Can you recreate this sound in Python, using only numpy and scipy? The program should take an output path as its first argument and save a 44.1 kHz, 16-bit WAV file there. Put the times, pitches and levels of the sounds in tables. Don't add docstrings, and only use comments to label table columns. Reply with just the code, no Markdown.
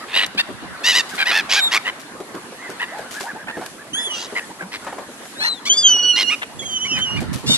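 import sys
import numpy as np
from scipy import signal
from scipy.fft import rfft, irfft, next_fast_len
from scipy.io import wavfile
from scipy.ndimage import uniform_filter1d, map_coordinates

SR = 44100
rng = np.random.default_rng(int(sys.argv[2]) if len(sys.argv) > 2 else 0)


def int16_out(signal):
    q = np.round(np.clip(np.atleast_2d(signal).T, -1, 1) * 32767)
    wavfile.write(sys.argv[1], SR, q.astype(np.int16))


N = 333837

# f/Hz, correlation
AMBIENT_CORRELATION = [(60, 0.6), (150, 0.81), (360, 0.92), (870, 0.66), (2140, 0), (5220, -0.34),
                       (12800, 0.16)]
# t/s, pitch/Hz, level/dB
WHISTLE_CONTOURS = [
    [(1.585, 3710, -20), (1.625, 3720, -19.5), (1.676, 3680, -19.5), (1.71, 3250, -31)],
    [(3.93, 2970, -28), (3.968, 3360, -22), (4.025, 3460, -25.5), (4.072, 3380, -25.5), (4.116, 2925, -29),
     (4.17, 2795, -29.5), (4.228, 2910, -38), (4.24, 2700, -37)],
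    [(5.35, 3440, -53), (5.39, 3960, -32.5), (5.422, 4270, -20.5), (5.47, 4140, -21), (5.53, 4020, -21.5),
     (5.55, 3730, -39), (5.6, 3300, -41)],
    [(5.69, 3000, -40), (5.7, 3054, -13.5), (5.722, 3160, -14), (5.75, 3444, -26.5), (5.822, 3470, -25.5),
     (5.852, 3153, -11), (5.952, 2930, -15), (6.052, 2926, -17), (6.164, 2840, -20), (6.204, 2830, -28.5),
     (6.298, 2870, -20), (6.344, 2794, -27), (6.356, 2875, -45), (6.4, 2904, -39)],
    [(6.59, 3434, -26.5), (6.645, 3230, -36.5), (6.732, 3105, -24), (6.796, 2976, -25), (6.84, 3075, -24),
     (6.885, 2985, -25), (7.04, 3075, -24.5), (7.085, 2870, -22), (7.18, 2870, -29)],
    [(6.865, 3050, -32), (6.901, 2740, -29), (6.98, 2450, -36)],
    [(7.48, 3700, -30), (7.49, 3644, -18.5), (7.538, 3650, -13), (7.565, 3760, -19)],
]


def amp(db):
    return 10 ** (np.asarray(db) / 20)


def unit(x):
    return x / np.sqrt(np.mean(x ** 2) + 1e-20)


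def along(points, hz):
    f, values = np.transpose(points)
    return np.interp(np.log(hz + 1), np.log(f + 1), values)


def curves(rows, t):
    times, *columns = np.transpose(rows)
    return [np.interp(t, times, column) for column in columns]


def wobble(rate_hz, size):
    knots = rng.standard_normal(int(size * rate_hz / SR) + 4)
    return map_coordinates(knots, [np.arange(size) * rate_hz / SR])


def filtered(x, response):
    size = x.shape[-1]
    padded = next_fast_len(size + 4096)
    hz = np.fft.rfftfreq(padded, 1 / SR)
    return irfft(rfft(x, padded) * response(hz), padded)[..., :size]


def resonance(hz, centre_hz, q):
    ratio = (hz + 1) / centre_hz
    return 1 / (1 + (q * (ratio - 1 / ratio)) ** 2)


def fade(t, start, end, edge):
    return np.sin(np.pi / 2 * np.clip(np.minimum(t - start, end - t) / edge, 0, 1)) ** 2


def add(out, start_s, sound, pan_db=0):
    first = max(round(start_s * SR), 0)
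    part = out[:, first:first + sound.shape[-1]]
    part += (sound * amp([[pan_db / 2], [-pan_db / 2]]))[:, :part.shape[1]]


def two_ports(phase, lead_rad):
    return np.sqrt(2) * np.sin(phase + lead_rad * np.array([[.5], [-.5]]))


def puff(length_s, rise_s):
    t = np.arange(SR // 6) / SR
    noise = rng.standard_normal((2, len(t)))
    return noise * (1 - np.exp(-t / rise_s)) * np.exp(-2 * t / max(length_s, .004))


def rush(spectrum, correlation, patchy_db):
    def mid_side(hz):
        angle = np.arccos(np.clip(along(correlation, hz), -1, 1)) / 2
        return amp(along(spectrum, hz)) * [np.cos(angle), np.sin(angle)]

    bins = signal.stft(rng.standard_normal((2, N)), nperseg=512)[2]
    patches = uniform_filter1d(rng.standard_normal(bins.shape[1:]), size=4, axis=0)
    patches = unit(uniform_filter1d(patches, size=8, axis=1))
    noise = signal.istft(bins * amp(patchy_db * patches), nperseg=512)[1][:, :N]
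    mid, side = filtered(noise, mid_side)
    return unit(np.array([mid + side, mid - side]))


def hiss(level_db=-43.5, drift_db=1.5):
    spectrum = [(30, -21), (200, 3), (800, 4.5), (2500, 7), (5000, 4), (8000, 5), (11500, 3), (12300, -16),
                (13200, -30)]
    gain = amp(level_db + drift_db * wobble(6, N))
    return gain * rush(spectrum, AMBIENT_CORRELATION, patchy_db=1.5)


def rumble(flutter_db, level_db=-41.5):
    spectrum = [(25, -24), (60, -18), (140, -7), (250, 2), (400, -2.5), (700, -6), (1200, -11), (3000, -41)]  # f/Hz, density/dB
    noise = rush(spectrum, AMBIENT_CORRELATION, patchy_db=3.5)
    return amp(level_db + flutter_db) * noise * amp([[-1.2], [1.2]])


def breeze(gust_db=5.5):
    spectrum = [(20, -59), (50, -10), (90, -5.5), (140, -0.5), (220, -2.5), (400, -17.5), (900, -63)]  # f/Hz, density/dB
    strength = [(0, -62), (.65, -41), (1.05, -67), (3.1, -68), (3.7, -56), (4.3, -73), (5.9, -67),
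                (6.45, -54), (6.6, -42.5), (7.2, -33.5), (7.57, -25.5)]
    level_db, = curves(strength, np.arange(N) / SR)
    gain = amp(level_db + gust_db * wobble(12, N))
    return gain * rush(spectrum, correlation=[(100, -0.52)], patchy_db=2) * amp([[-4], [2.5]])


def far_flock(flutter_db):
    spectrum = [(60, -59), (300, -22), (700, -4), (1000, -0.5), (1800, 0.5), (2600, -10.5), (4500, -11.5),
                (9000, -46)]
    swells = [(0, -38.5), (.8, -37), (1.15, -34), (1.7, -33.5), (2.2, -43.5), (2.8, -36), (3.7, -47.5),
              (4.2, -37.5), (4.5, -45), (5.35, -42.5), (6.2, -43), (6.6, -49), (7.1, -37.5), (7.57, -38.5)]
    level_db, = curves(swells, np.arange(N) / SR)
    return amp(level_db + 1.1 * flutter_db) * rush(spectrum, AMBIENT_CORRELATION, patchy_db=3.5)


def tree_echo(x):
    decay = [(200, 0.16), (2000, 1), (10000, 0.99)]  # f/Hz, T60/s
    hz, t, bins = signal.stft(rng.standard_normal((2, SR // 2)), SR, nperseg=256)
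    tail = signal.istft(bins * amp(-60 * t / along(decay, hz)[:, None]), SR, nperseg=256)[1]
    return signal.fftconvolve(x, tail / np.linalg.norm(tail[0]), axes=1)[:, :N]


def hum(start_s=4.622, start_hz=170, level_db=-33):
    out = np.zeros((2, N))
    t = np.arange(0, .055, 1 / SR)
    tone = np.sin(2 * np.pi * start_hz * t * (1 + 1.5 * t))
    add(out, start_s, amp(level_db) * tone * fade(t, 0, t[-1], 0.0072))
    return out


def wing_beats(far_count=14, far_db=-40, far_hz=350, crest_db=15):
    near = [(.346, -25, 242, -1), (.488, -22.5, 340, 0), (.625, -27, 277, 1), (1.135, -29, 276, -2),
            (2.201, -23, 405, 1), (2.343, -22, 335, 0), (2.521, -29.5, 476, 2), (2.692, -24.5, 347, -.5),
            (2.987, -24, 547, 0), (3.21, -28.5, 395, -1), (3.568, -19.5, 358, 0), (3.611, -22.5, 744, -3),
            (4.069, -30, 480, 2), (4.324, -24, 382, 1), (4.498, -42, 865, 5), (4.611, -27.5, 444, 1),
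            (4.866, -21, 900, 3), (4.924, -24, 740, 0), (4.981, -22.5, 660, 3), (5.087, -30, 433, 2),
            (5.937, -30, 296, 1), (6.916, -25, 285, 2), (7.215, -20.5, 268, -7), (7.439, -24, 334, -7),
            (7.493, -20, 223, -18.5)]
    far = [(when * N / SR, far_db, far_hz * 2 ** (high - .5), 4 * (left - .5))
           for when, high, left in rng.random((far_count, 3))]
    out = np.zeros((2, N))
    for start_s, peak_db, centre_hz, pan_db in near + far:
        air = puff(length_s=0.045, rise_s=0.0017)
        mid, side = filtered(air, lambda hz: resonance(hz, centre_hz, 1.39) ** 0.75)
        thump = np.array([mid + 0.15 * side, mid - 0.39 * side])
        add(out, start_s, amp(peak_db - crest_db) * unit(thump), pan_db)
    return out


def feathers():
    rustles = [(0.261, -15.5, 0.0075), (1.089, -19.5, 0.11), (1.144, -17.5, 0.11), (1.994, -24, 0.078),
               (2.696, -21.5, 0.043), (2.983, -26.5, 0.026), (3.108, -17.5, 0.16), (3.198, -17, 0.082),
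               (3.66, -19, 0.0073), (6.982, -21, 0.035), (7.202, -21, 0.045), (7.329, -17.5, 0.11)]
    out = np.zeros((2, N))
    for start_s, peak_db, length_s in rustles:
        grains = puff(length_s, rise_s=0.0025)
        grains *= amp(3.6 * wobble(666, grains.shape[1]))
        mid, side = filtered(grains, lambda hz: resonance(hz, 1870, 0.18))
        rustle = np.array([mid + 1.05 * side, mid - 0.54 * side])
        add(out, start_s, amp(peak_db) * rustle / np.abs(rustle).max())
    return out


def wing_snaps():
    snaps = [(.348, -27), (2.203, -27), (2.35, -24.5), (3.207, -16.5), (4.326, -34), (4.621, -31),
             (4.847, -24.5), (4.877, -25), (5.254, -25.5), (5.965, -20.5), (7.501, -38)]
    out = np.zeros((2, N))
    for start_s, peak_db in snaps:
        burst = puff(length_s=0.0086, rise_s=0.00047)[0]
        click = filtered(burst, lambda hz: resonance(hz, 690, 1) ** 0.45)
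        add(out, start_s, amp(peak_db) * click / np.abs(click).max())
    return out


def syrinx(pitch_hz, effort, rattle_hz, rough, jitter=0.0627, sag=0.22, leap=.07, slip=0.51, rasp=2.1):
    size = len(pitch_hz)
    turns = np.cumsum(rattle_hz * (1 + 0.11 * wobble(91.3, size))) / SR + rng.random()
    within, burst = turns % 1, np.abs(turns).astype(int)
    offset, restart = rng.standard_normal((burst.max() + 1, 2))[burst].T
    detune = jitter * wobble(887.6, size) + leap * offset + sag * (.5 - within)
    hz = pitch_hz * (1 + rough * detune)
    cycles = np.cumsum(hz) / SR + uniform_filter1d(slip * rough * restart, size=40)
    harmonics = np.arange(1, 14)[:, None]
    flicker_db = 7 * np.minimum(rough, .5) * np.array([wobble(123.3, size) for _ in harmonics])
    strength = amp(flicker_db) * effort ** (0.023 * harmonics)
    buzz = unit((strength * np.cos(2 * np.pi * harmonics * cycles)).sum(axis=0))
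    air = unit(rng.standard_normal(size) * (4.1 + np.cos(2 * np.pi * cycles))) * effort
    harsh = np.clip(rough / 0.34, 0, 1)
    gate = 1 - harsh * .9 * (1 - fade(within, 0, 1, .28))
    return (buzz + rasp * rough * air) * gate * amp(0.16 * harsh * wobble(217, size))


def throat(hz, centre_hz, q, edge_hz):
    colour = [(400, 14.5), (900, -3), (1800, 2), (3000, 3), (4500, 6), (7000, 8), (9000, 12), (12000, -3)]  # f/Hz, gain/dB
    ring = 1 / (1 + 1j * q * ((hz + 1) / centre_hz - centre_hz / (hz + 1))) ** 2
    shelf = .2 + 1 / (1 + (hz / edge_hz) ** 16)
    return amp(along(colour, hz)) * ring * shelf


def call(length_s, pitch_hz, rise, throat_hz, edge_hz, rough, pan_db, q, arch=.15, bill_hz=10300):
    u = np.linspace(0, 1, max(round(length_s * SR), 256))
    contour_hz = pitch_hz * (1 + rise * (u - .5) - arch * (2 * u - 1) ** 2)
    effort = amp(-32 * (u - .54) ** 2)
    breaking = np.clip(rough, 0, 1) * (1 + 2 * fade(u, 0, np.inf, .3)) / 3
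    source = syrinx(contour_hz, effort, rattle_hz=pitch_hz / 10.4, rough=breaking)
    source *= effort * fade(u, 0, 1, 0.14)
    lead_rad = 1 + 0.75 * pan_db
    ports = lambda hz: np.exp(1j * lead_rad * np.minimum(hz / 2000, 1.4) * np.array([[-.5], [.5]]))
    voice = unit(filtered(source, lambda hz: throat(hz, throat_hz, q, edge_hz) * ports(hz)))
    breath = np.abs(source) * rng.standard_normal((2, len(u)))
    bill_hiss = unit(filtered(breath, lambda hz: resonance(hz, bill_hz, 0.84)))
    bill_hiss *= amp(-15) * edge_hz / bill_hz * np.clip(rough / 0.16, 0, 1)
    shake = np.abs(source) * rng.standard_normal(len(u))
    growl = unit(filtered(shake, lambda hz: resonance(hz, 1020, 0.55)))
    growl *= amp(-15) * np.clip(rough / 0.36, 0, 1)
    return amp(2) * (voice + bill_hiss + growl)


def cackles(faint_count=6, faint_span_s=(2.4, 4.9), faint_hz=803, faint_db=-44.5, pan_db=-0.5):
    calls = [(0, 0.053, 665, 0.045, -37.5, 1310), (.733, 0.036, 724, -0.2, -38, 1290),
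             (1.109, 0.048, 789, -0.27, -34.5, 1410), (2.585, 0.12, 1064, -0.049, -40, 2050),
             (2.83, .15, 1028, -0.083, -43.5, 1960), (2.912, 0.094, 860, .25, -37, 770),
             (3.025, .1, 752, -0.096, -46, 1450), (3.128, 0.1, 825, 0.1, -36, 1630),
             (3.225, 0.07, 906, 0.35, -35, 810), (3.262, 0.065, 852, 0.025, -33.5, 1650),
             (3.345, 0.04, 885, 0.24, -37, 870), (3.375, 0.075, 842, -0.15, -41.5, 1570),
             (3.485, 0.096, 918, 0.097, -39, 1700), (3.62, 0.069, 850, -0.024, -44.5, 1600),
             (3.775, 0.064, 860, 0.3, -43.5, 1530), (3.935, 0.11, 929, 0.29, -37.5, 1600),
             (4.385, 0.06, 957, 0.076, -45, 1850), (4.497, 0.025, 958, 0.12, -38.5, 920)]
    faint = []
    for when, high, slope in rng.random((faint_count, 3)):
        start_s = np.interp(when, [0, 1], faint_span_s)
        pitch_hz = faint_hz * 2 ** (0.45 * (high - .5))
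        faint.append((start_s, .08, pitch_hz, slope - .5, faint_db, 1600))
    out = np.zeros((2, N))
    for start_s, length_s, pitch_hz, rise, gain_db, throat_hz in calls + faint:
        cackle = call(length_s, pitch_hz, rise, throat_hz,
                      edge_hz=2100, rough=0.244, pan_db=pan_db, q=1.8, arch=0.26)
        add(out, start_s, amp(gain_db) * cackle, pan_db)
    return out


def second_voice(fitful_db=4.5):
    # start/s, end/s, pitch/whistle pitch, sum tone/dB, difference/dB re sum, upper sum/dB re sum
    entries = [(4.095, 4.232, 0.13, -41, -17, -1), (5.725, 5.777, 0.34, -28.5, -12, -17),
               (5.765, 5.838, 0.39, -19, -40, -22), (5.98, 6.001, .5, -36, -5, -20),
               (6.024, 6.051, .49, -27.5, -9, -15), (6.063, 6.168, 0.49, -30, -11.5, -19),
               (6.186, 6.305, 0.48, -35, -12, -13)]
    out = np.zeros((2, N))
    for start_s, end_s, ratio, sum_db, difference_db, upper_db in entries:
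        t = np.arange(start_s, end_s, 1 / SR)
        contour = [rows for rows in WHISTLE_CONTOURS if rows[0][0] < start_s][-1]
        pitch_hz = curves(contour, t)[0]
        ragged = 0.0027 / ratio * wobble(300, len(t))
        main = 2 * np.pi * np.cumsum(pitch_hz) / SR
        low = 2 * np.pi * np.cumsum(pitch_hz * (ratio + ragged)) / SR
        partials = [(main + low, 0), (main - low, difference_db), (2 * main + low, upper_db),
                    (main + 2 * low, -18), (2 * (main + low), -29)]
        tones = sum(amp(db) * two_ports(phase, lead_rad=1.1) for phase, db in partials)
        swell = np.sqrt(fade(t, start_s, np.inf, 0.23 * (end_s - start_s)))
        gain = amp(sum_db + fitful_db * wobble(33.6, len(t)))
        add(out, start_s, gain * tones * swell * fade(t, start_s, end_s, 0.006), pan_db=1)
    return out


def whistle(t, pitch_hz, levels_db, pan_db, lead_rad, waver_db=2.8, hoarse_db=-25):
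    size = len(t)
    waver = wobble(55, size)
    quaver = 0.0054 * wobble(302, size) + 0.009 * waver
    phase = 2 * np.pi * np.cumsum(pitch_hz * (1 + quaver)) / SR
    tone = np.zeros((2, size))
    for k, level_db in enumerate(levels_db, start=1):
        flicker_db = waver_db * waver + 1.7 * (k - 1) * wobble(33, size)
        tone += amp(level_db + flicker_db) * two_ports(k * phase, k * lead_rad)
    tone *= 1 + amp(hoarse_db) * wobble(1200, size)
    doubling_db = levels_db[0] - 38 + 15 * wobble(24.4, size)
    doubling = amp(doubling_db) * (np.sin(3 * phase / 2) + 0.41 * np.sin(phase / 2))
    return (tone + doubling) * amp([pan_db / 2, -pan_db / 2]) * fade(t, t[0], t[-1], 0.0054)


def whistles(dulling_db_per_s=21.5):
    # 2nd, 3rd harmonic/dB re 1st; start, end pan/dB; start, end left lead/rad
    birds = [(-13.5, -21.5, -2, 0, -2.5, -2.6), (-10, -14, -2.5, -5, -2.5, -1.7),
             (-13.5, -36, 1.5, 7.5, -2.5, -0.5), (-3, -26, 3, -13.5, 1.6, -1.1),
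             (-5, -46, -5, -4.5, -1.3, -1.5), (-4.5, -39, 2, -7, -2, 0), (-11.5, -23.5, 3.5, -1, -3, -2.5)]
    out = np.zeros((2, N))
    for contour, (second_db, third_db, *path) in zip(WHISTLE_CONTOURS, birds):
        t = np.arange(contour[0][0], contour[-1][0], 1 / SR)
        pitch_hz, level_db = curves(contour, t)
        dulled_db = level_db - dulling_db_per_s * (t - t[0])
        levels_db = [level_db, dulled_db + second_db, dulled_db + third_db]
        pan_db = np.linspace(*path[:2], len(t))
        lead_rad = np.linspace(*path[2:], len(t))
        add(out, t[0], whistle(t, pitch_hz, levels_db, pan_db, lead_rad))
    return out


def yelps():
    calls = [(5.65, 0.046, 1153, -24.5, 7700, 0.5), (6.615, 0.035, 1118, -39.5, 2500, -3),
             (6.843, 0.035, 1144, -30.5, 2540, 0.5), (7.16, 0.039, 1197, -31, 2540, 0.5)]
    out = np.zeros((2, N))
    for start_s, length_s, pitch_hz, gain_db, edge_hz, pan_db in calls:
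        yelp = call(length_s, pitch_hz, rise=0.13, throat_hz=2650,
                    edge_hz=edge_hz, rough=0.15, pan_db=pan_db, q=0.86)
        add(out, start_s, amp(gain_db) * yelp, pan_db)
    return out


def squawks():
    # t/s, length/s, pitch/Hz, rise/pitch, gain/dB, throat/Hz, edge/Hz, roughness/0-1, pan/dB
    calls = [(0.07, 0.099, 910, 0.087, -37.5, 2450, 4000, 0.7, -1),
             (0.127, 0.088, 968, -0.019, -18.5, 2440, 4340, 0.43, 0),
             (0.185, 0.076, 959, .06, -22.5, 2490, 4200, 0.53, 0),
             (0.372, .048, 919, 0.16, -18, 2500, 5070, 0.25, 1),
             (0.831, 0.11, 981, 0.029, -17, 2430, 7200, 0.23, -0.5),
             (0.921, 0.1, 981, 0.063, -17.5, 2330, 7700, 0.25, -0.5),
             (1.175, 0.071, 817, -0.039, -20, 1880, 4700, 0.31, 0.5),
             (1.251, 0.062, 992, 0.14, -21, 1930, 6000, 0.26, 0),
             (1.292, 0.044, 768, -0.24, -22, 1770, 5500, 0.87, -0.5),
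             (1.305, .114, 901, -.01, -19.5, 1890, 6330, 0.3, -1),
             (1.488, .098, 1117, 0.47, -19, 2630, 7240, 0.5, -0.5),
             (1.553, 0.057, 827, 0.039, -19.5, 1820, 6650, 0.17, -1),
             (1.707, 0.08, 1130, 0.32, -18.5, 1870, 7300, 0.48, -0.5),
             (1.844, 0.068, 1012, 0.051, -24.5, 1810, 3760, 0.34, 0.5),
             (2.792, 0.061, 984, 0.035, -25.5, 1580, 3700, 0.31, 0.5),
             (3.466, 0.055, 914, 0.08, -32, 1220, 4400, 0.5, -4),
             (4.12, 0.16, 957, .25, -35.5, 3900, 7500, 0.41, -0.5),
             (4.349, 0.053, 1038, -0.072, -24.5, 2100, 2720, 0.35, 0.5),
             (4.586, 0.059, 765, 0.094, -33.5, 1400, 2330, 0.48, 1.5),
             (4.71, 0.069, 1100, 0.12, -32.5, 1840, 6100, 0.93, 0.5),
             (5.396, 0.1, 938, 0.19, -24.5, 1650, 6600, 0.28, 2.5),
             (6.152, 0.09, 1042, 0.0045, -20.5, 2656, 6100, 0.3, -0.5),
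             (6.292, 0.064, 1249, .2, -23, 2480, 2980, 0.17, -0.5),
             (6.413, 0.033, 843, 0.12, -28, 1540, 4030, 0.9, 3),
             (6.947, 0.068, 1025, -0.061, -30.5, 1760, 3970, 0.85, 1),
             (7.455, 0.13, 742, -0.014, -23.5, 3370, 10400, 0.19, 2.5)]
    out = np.zeros((2, N))
    for start_s, length_s, pitch_hz, rise, gain_db, throat_hz, edge_hz, rough, pan_db in calls:
        squawk = call(length_s, pitch_hz, rise, throat_hz, edge_hz, rough, pan_db, q=0.94)
        add(out, start_s, amp(gain_db) * squawk, pan_db)
    return out


def scene():
    near = squawks() + yelps() + whistles() + second_voice()
    far = cackles()
    echo = tree_echo(amp(-22) * near + amp(-10.5) * far)
    wings = wing_beats() + feathers() + wing_snaps()
    flutter_db = wobble(14, N)
    background = breeze() + rumble(flutter_db) + far_flock(flutter_db) + hiss()
    return background + echo + hum() + wings + far + near


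def record(dry, ceiling=.95, top_hz=13200, rolloff_hz=700):
    limited = dry / (1 + np.abs(dry / ceiling) ** 8) ** (1 / 8)
    return filtered(limited, lambda hz: np.clip((top_hz - hz) / rolloff_hz, 0, 1) ** 2)


dry = scene()
out = record(dry)
int16_out(out)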